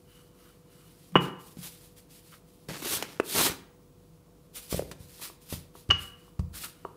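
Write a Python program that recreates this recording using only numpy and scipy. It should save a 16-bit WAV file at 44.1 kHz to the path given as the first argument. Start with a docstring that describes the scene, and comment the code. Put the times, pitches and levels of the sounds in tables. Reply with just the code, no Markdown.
"""A wooden rolling pin rolls dough on a floured stone countertop: the flour hisses, the barrel rubs and
sings on its axle. The pin is set down with a clack, ringing wood and slab, and later picked up again.
The dough is lifted and turned while a sleeve brushes past the microphone, then flops back with a soft push
of air and is smoothed by gloved hands. The cabinet below booms, the kitchen answers and a fridge hums."""
import sys
import numpy as np
from scipy import signal
from scipy.fft import rfft, irfft, next_fast_len
from scipy.io import wavfile
from scipy.ndimage import uniform_filter1d, map_coordinates

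SR = 44100
rng = np.random.default_rng(int(sys.argv[2]) if len(sys.argv) > 2 else 0)


def to_wav(sig):
    """Store sig (one row per channel, or 1-D mono) as 16-bit WAV at the path in sys.argv[1].

    Samples outside -1..1 are clipped; the rate is SR.
    """
    pcm = np.clip(np.atleast_2d(sig), -1, 1) * 32767
    pcm = np.round(pcm).astype(np.int16)
    wavfile.write(sys.argv[1], SR, pcm.T)  # frames by channels


N = 306936

# the pin strikes the stone: t/s, wood level/dB, contact brightness/Hz, slab level/dB
PIN_STRIKES = [(1.1554, -8, 2420, -4.5), (1.1613, -7.5, 2500, -18.5), (1.169, -26, 2500, -20.5),
               (5.9028, -17, 4000, -27.5), (5.908, -9, 5350, -35), (5.913, -30, 3530, -27)]


def rolling_and_sliding():
    """The pin rubs and sings on its axle as it rolls; gloves and dough slide over flour."""
    # passes of the pin across the dough: t/s, length/s, flour hiss/dB, axle song/dB
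    passes = [(0.0, .21, -64, -68), (0.29, 0.21, -63, -73.5), (0.618, .25, -63.5, -74),
              (6.083, .17, -65.5, -75), (6.66, 0.21, -68.5, -79.5)]
    # gloves and dough slide over flour: t/s, length/s, level/dB
    slides = [(0.86, 0.23, -63.5), (1.19, 0.047, -50), (1.372, 0.16, -56.5), (1.56, 0.066, -52),
              (1.603, 0.057, -40.5), (1.69, 0.19, -57), (1.945, 0.042, -55), (2.075, 0.124, -55.5),
              (2.21, .09, -59), (2.28, .06, -56), (2.44, .23, -66.5), (4.525, .064, -42), (4.6, .1, -51.5),
              (4.682, .083, -36.5), (4.77, .135, -59), (4.97, 0.21, -57), (5.11, .09, -52),
              (5.193, .058, -38), (5.39, 0.22, -57), (5.472, .067, -41.5), (5.725, .085, -55.5),
              (5.96, 0.1, -50.5), (6.52, 0.11, -41.5), (6.61, 0.034, -40.5)]
    # the barrel scuffs against glove and stone: t/s, length/s, level/dB
    scuffs = [(1.13, 0.03, -54), (1.19, 0.074, -46), (2.31, .03, -57), (4.55, 0.037, -56),
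              (5.21, .055, -56), (6.53, 0.046, -50), (6.625, 0.018, -40)]
    # hiss of flour: f/Hz, density/dB
    flour_tone = [(200, -8), (700, -9), (1800, -7), (3000, -3), (4700, -2), (6500, -5.5), (10000, -1),
                  (15500, -5)]
    # rubbed wood: f/Hz, density/dB
    wood_tone = [(400, -19), (850, -13), (1250, 3.5), (1900, -6.5), (2650, -8), (2920, -6), (3250, -8),
                 (7000, -19.5)]
    # the barrel's main mode, excited by the axle: f/Hz, density/dB
    squeak_tone = [(2400, -45.5), (2800, -16), (2930, -3.5), (3080, -13), (3600, -51.5)]
    rolling = moves([(s, length, db) for s, length, db, _ in passes], attack_s=0.11, fall_db_per_s=111.5)
    singing = moves([(s, length, db) for s, length, _, db in passes], attack_s=0.12, fall_db_per_s=150)
    sliding = moves(slides, attack_s=0.034, fall_db_per_s=264.5) * amp(1.3 * wobble(40))
    scuffing = moves(scuffs, attack_s=0.015, fall_db_per_s=452.5)
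    fidget = amp(-78 + 3 * wobble(18))  # the gloves never quite keep still
    flour = friction(flour_tone, slips_per_s=16000, flutter_db=0.9, patchy_db=1.2)
    wood = friction(wood_tone, slips_per_s=3500, flutter_db=1.5, patchy_db=1.5)
    hiss = np.sqrt(sliding ** 2 + rolling ** 2 + fidget ** 2) * flour
    rub = np.hypot(scuffing, amp(-3.5) * rolling) * wood
    squeak = singing * amp(1.5 * wobble(11)) * coloured(rng.standard_normal(N), squeak_tone)
    return hiss + rub + squeak


def pin_clacks():
    """Wood meets stone: a crack, the pin's bright ring and the slab's dull knock."""
    # modes of the wooden pin: f/Hz, level/dB, t60/s
    pin_modes = [(1150, -12, 0.04), (1360, -11, 0.029), (1430, -8.5, 0.024), (1660, -10, 0.009),
                 (1928, -11, .018), (1983, -9.5, 0.012), (2660, -12, 0.018), (2792, -8.5, 0.048),
                 (2928, 1, 0.039), (3120, -13, 0.0043), (4400, -18.5, 0.0087), (5400, -25, 0.0066)]
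    # modes of the stone slab: f/Hz, level/dB, t60/s
    slab_modes = [(176, -10, .06), (230, -2, 0.018), (394, -2.5, 0.028), (475, -7, 0.044),
                  (694, -5.5, 0.015), (743, -7.5, 0.031), (1060, 3, 0.012)]
    out = np.zeros(N)
    for s, wood_db, contact_hz, slab_db in PIN_STRIKES:
        crack = amp(-7.5) * burst(t60=0.031)
        grit = amp(-36.5) * crack  # flour grit keeps a trace of treble
        wood = lowpass(ring(pin_modes) + crack, contact_hz, order=4) + grit  # longer contact is duller
        wood = highpass(wood, hz=750)  # the slim pin radiates no bass
        slab = highpass(lowpass(ring(slab_modes), hz=1790, order=2), hz=96.2)
        add(out, s, amp(wood_db) * wood + amp(slab_db) * slab)
    return out


def axle_chatter():
    """After each strike the barrel buzzes briefly on its axle."""
    # buzz of the loose axle: f/Hz, gain/dB
    buzz_tone = [(300, -23.5), (750, -13), (1200, -0.5), (1800, 3), (2400, -2), (2930, 7), (3300, -3),
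                 (3900, -22), (9000, -31)]
    out = np.zeros(N)
    for s, wood_db, _, _ in PIN_STRIKES:
        add(out, s, amp(wood_db) * burst(t60=0.085))
    buzz = out * amp(1.8 * wobble(160))
    return amp(-12) * filtered(buzz, lambda hz: amp(along(buzz_tone, hz)))


def handle_knocks():
    """The loose handle takes up its play with a small hollow knock."""
    # the handle hits its axle: t/s, level/dB
    knocks = [(5.196, -49), (5.2177, -43.5), (5.298, -43.5), (5.752, -43), (6.2787, -51), (6.393, -39),
              (6.8496, -27.5)]
    # modes of the handle: f/Hz, level/dB, t60/s
    handle_modes = [(382, -1.5, 0.033), (505, -6, 0.032), (660, -4.5, .025), (960, -2.5, 0.03),
                    (1130, 0.5, 0.024), (1274, 2.5, 0.0089), (2940, -24.5, 0.027)]
    out = np.zeros(N)
    for s, db in knocks:
        add(out, s, amp(db) * (ring(handle_modes) + amp(-44) * burst(t60=0.018)))
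    return out


def dough_thuds():
    """Dough, hands and the pin on the dough land softly, pushing out air with a wet smack."""
    # soft landings: t/s, level/dB, pitch/Hz, swell/cycles, relative smack/dB
    landings = [(1.120, -40, 177, 3.4, -12.5), (1.157, -25.5, 141.3, 1, -35.5),
                (1.569, -36, 217, 0.57, -12.5), (1.586, -36.5, 165, 0.99, -19.5),
                (4.7265, -18, 340, 0.29, -10.5), (4.7278, -31, 1210, 0.96, -16),
                (4.742, -23, 130, 0.39, -28), (4.7435, -22, 507, 1.03, -19), (4.778, -27, 300, 0.22, -14.5),
                (4.7935, -17.5, 520, 0.98, -23.5), (4.822, -27, 425, 0.64, -28),
                (4.914, -43.5, 167, 0.44, 10.5), (5.001, -39, 105, .56, -19.5),
                (5.526, -20.5, 291, 0.16, -12.5), (5.536, -29.5, 115, .4, -9.5),
                (5.890, -24, 96, 0.7, -21.5), (5.8925, -30.5, 291, 0.58, -18.5),
                (6.390, -22.5, 87, 0.58, -36.5), (6.393, -30, 167.7, 0.94, -13)]
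    return soft_hits(landings, slap_db=-16.5, noise_hz=5995, noise_t60=0.057)


def sleeve():
    """Cloth brushes past the microphone: the weave hisses, seams and folds scrape and bump."""
    # the sleeve gathers speed: t/s, length/s, level/dB
    sweeps = [(2.762, 0.2, -29), (3.212, 0.26, -25)]
    # seams and folds catch and drag: t/s, length/s, level/dB
    drags = [(2.68, .33, -43), (2.84, .03, -36), (3.02, .125, -50.5), (3.342, 0.13, -30)]
    # folds bump the microphone: t/s, level/dB, pitch/Hz, swell/cycles, relative scratch/dB
    bumps = [(2.6865, -31.5, 149.5, 0.63, -0.5), (2.707, -33.5, 163, 1.25, -22),
             (2.823, -34.5, 310, 0.89, -1), (2.857, -30.5, 344, 1.6, -3.5),
             (2.968, -36.5, 128, 0.44, -11.5), (3.025, -33, 338, 1.2, 14.5),
             (3.1988, -11.5, 421, 0.84, -19), (3.1998, -24, 2620, 3.5, -23),
             (3.2025, -22.5, 630, 0.53, -19), (3.496, -29, 120, 0.34, -1)]
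    # bright hiss of the weave: f/Hz, density/dB
    weave_tone = [(600, -17.5), (2000, -8.5), (3700, 0), (6000, -4.5), (9500, -1.5), (13000, -2.5),
                  (15500, -6.5)]
    # dark scrape of the folds: f/Hz, density/dB
    fold_tone = [(30, -29), (90, -10.5), (230, -2), (400, -3.5), (750, -10.5), (1600, -10), (3500, -14),
                 (6000, -17), (15000, -40)]
    sweep = moves(sweeps, attack_s=0.17, fall_db_per_s=471)
    drag = moves(drags, attack_s=0.009, fall_db_per_s=273)
    weave = friction(weave_tone, slips_per_s=14000, flutter_db=0.6, patchy_db=1.1)
    folds = friction(fold_tone, slips_per_s=2200, flutter_db=2.05, patchy_db=2.0)
    hiss = np.hypot(sweep, amp(-5) * drag) * weave  # a drag hisses a little too
    scrape = np.hypot(drag, amp(-14) * sweep) * folds  # and a sweep scrapes a little
    return hiss + scrape + soft_hits(bumps, slap_db=-2, noise_hz=4200, noise_t60=0.032)


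def cabinet(x):
    """The hollow cabinet under the slab booms at a few low resonances."""
    # cabinet resonances: f/Hz, peak gain/dB, t60/s
    booms = [(57.1, 4, 0.49), (82.1, 5, 0.32), (139.4, 4.5, 0.29), (176.9, 4.5, 0.53)]

    def resonance(f, hz, db, t60):
        width_hz = np.log(1000) / (np.pi * t60)
        return amp(db) * 1j * f * width_hz / (hz * hz - f * f + 1j * f * width_hz)
    return filtered(x, lambda f: sum(resonance(f, *boom) for boom in booms))


def kitchen(x, build_s=0.0053):
    """The room's reverb builds up, then each frequency dies at its own speed."""
    # reverb by band: f/Hz, t60/s, level/dB
    bands = [(60.6, .5, -11), (191.4, 0.65, -1.5), (410, 0.55, -9), (811, 0.62, -8.5), (1200, 0.62, -9.5),
             (1885, 0.6, -9), (2926, .49, -9), (6050, .35, -8.5), (14000, 0.33, -13.5)]
    hz, t, noise = signal.stft(rng.standard_normal(SR), SR, nperseg=256)
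    t60 = along([(f, life) for f, life, _ in bands], hz)[:, None]
    echo_db = along([(f, db) for f, _, db in bands], hz)[:, None]
    fade = amp(echo_db - 60 * t / t60) * (1 - np.exp(-t / build_s))
    equal_energy = np.sqrt(2 * np.log(1000) / (t60 * SR))
    tail = signal.istft(noise * fade * equal_energy, SR, nperseg=256)[1]
    return signal.fftconvolve(x, tail)[:N]


def fridge_and_air():
    """The slightly unsteady hum of a fridge over a bed of still air."""
    # partials of the hum: f/Hz, level/dB
    partials = [(48.4, -66.5), (96.9, -67), (172.3, -69.5), (489.9, -63.5), (689.1, -76)]
    # room tone: f/Hz, density/dB
    air_tone = [(25, -21.5), (45, -7.5), (80, -8), (120, -6.5), (160, 0.5), (220, -9.5), (320, -7.5),
                (520, -16), (760, -23.5), (1050, -21), (1700, -32.5), (4000, -33), (15500, -35.5)]
    t = np.arange(N) / SR
    hum = sum(amp(db + wobble(2.6)) * np.sin(2 * np.pi * hz * t + 0.22 * wobble(1.2))
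              for hz, db in partials)
    return hum + amp(-58.5) * coloured(rng.standard_normal(N), air_tone)


def friction(spectrum, slips_per_s, flutter_db, patchy_db):
    """Countless tiny slips of random size; pressure flutters and the contact patch changes colour."""
    slips = rng.standard_normal(N) * (rng.random(N) < slips_per_s / SR)
    frames = signal.stft(slips, nperseg=512)[2]
    patches = uniform_filter1d(rng.standard_normal(frames.shape), size=7, axis=0)
    patches = unit(uniform_filter1d(patches, size=7, axis=1))
    patchy = signal.istft(frames * amp(patchy_db * patches), nperseg=512)[1][:N]
    return unit(coloured(patchy, spectrum) * amp(flutter_db * wobble(70)))


def moves(table, attack_s, fall_db_per_s):
    """Gain envelope: each move gathers speed and, once its length is over, dies away."""
    t = np.arange(N) / SR
    power = np.zeros(N)
    for start, length, db in table:
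        speed = np.clip((t - start) / attack_s, 0, 1)
        fall_db = fall_db_per_s * np.clip(t - start - length, 0, 1)
        power += (speed ** 2 * amp(db - fall_db)) ** 2
    return np.sqrt(power)


def soft_hits(table, slap_db, noise_hz, noise_t60):
    """Limp things do not ring: each landing is a quick slap, one push of air and a puff of noise."""
    out = np.zeros(N)
    for s, db, hz, cycles, noise_db in table:
        puff = lowpass(burst(noise_t60), noise_hz, order=1)
        slap = amp(slap_db) * push(3.1 * hz, cycles=0.8)  # first contact is quicker than the push
        add(out, s, amp(db) * (slap + push(hz, cycles) + amp(noise_db) * puff))
    return out


def push(hz, cycles):
    """A heavily damped swing of air that swells for the given cycles and dies."""
    phase = hz * np.arange(SR // 2) / SR
    swell = phase / cycles
    return -(swell * np.exp(1 - swell)) ** 2 * np.sin(2 * np.pi * phase)


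def ring(modes):
    """Half a second of struck modes; neighbours start in opposite directions."""
    t = np.arange(SR // 2) / SR
    return sum((-1) ** k * amp(db - 60 * t / t60) * np.sin(2 * np.pi * hz * t)
               for k, (hz, db, t60) in enumerate(modes))


def burst(t60):
    """Half a second of noise that dies away."""
    t = np.arange(SR // 2) / SR
    return rng.standard_normal(len(t)) * amp(-60 * t / t60)


def wobble(rate):
    """A smooth random curve, rate knots a second."""
    return map_coordinates(rng.standard_normal(int(N * rate / SR) + 4), [np.arange(N) * rate / SR])


def coloured(x, spectrum):
    """x shaped by the given spectrum, at rms 1."""
    return unit(filtered(x, lambda hz: amp(along(spectrum, hz))))


def filtered(x, response):
    """x through a frequency response."""
    size = next_fast_len(N + SR)
    return irfft(rfft(x, size) * response(np.fft.rfftfreq(size, 1 / SR)), size)[:N]


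def lowpass(x, hz, order):
    """Roll off the treble above hz."""
    return signal.sosfilt(signal.butter(order, min(hz, SR / 2 - 1), fs=SR, output="sos"), x)


def highpass(x, hz):
    """Roll off the bass below hz."""
    return signal.sosfilt(signal.butter(2, hz, "high", fs=SR, output="sos"), x)


def along(points, hz):
    """Interpolate (f/Hz, value) points on a log frequency axis."""
    f, values = np.transpose(points)
    return np.interp(np.log(hz + 1), np.log(f + 1), values)


def amp(db):
    """Decibels to gain."""
    return 10 ** (np.asarray(db) / 20)


def unit(x):
    """x at rms 1."""
    return x / np.sqrt(np.mean(x ** 2) + 1e-20)


def add(track, s, sound):
    """Mix a sound into the track at time s."""
    part = track[round(s * SR):][:len(sound)]
    part += sound[:len(part)]


def scene():
    """Knocks and thuds shake the cabinet; the close sleeve sends the least to the reverb."""
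    wood = pin_clacks() + axle_chatter() + handle_knocks()
    dough, cloth, rubbing = dough_thuds(), sleeve(), rolling_and_sliding()
    echo = kitchen(wood + amp(-1) * dough + amp(-5) * cloth + amp(-3) * rubbing)
    return (wood + dough + cloth + rubbing + cabinet(wood + dough) + echo + fridge_and_air())[None]


def record(dry):
    """The microphone loses the deepest bass, and the very top is cut off."""
    return filtered(highpass(dry[0], hz=30.19), lambda hz: hz < 15600)[None]


dry = scene()
out = record(dry)
to_wav(out)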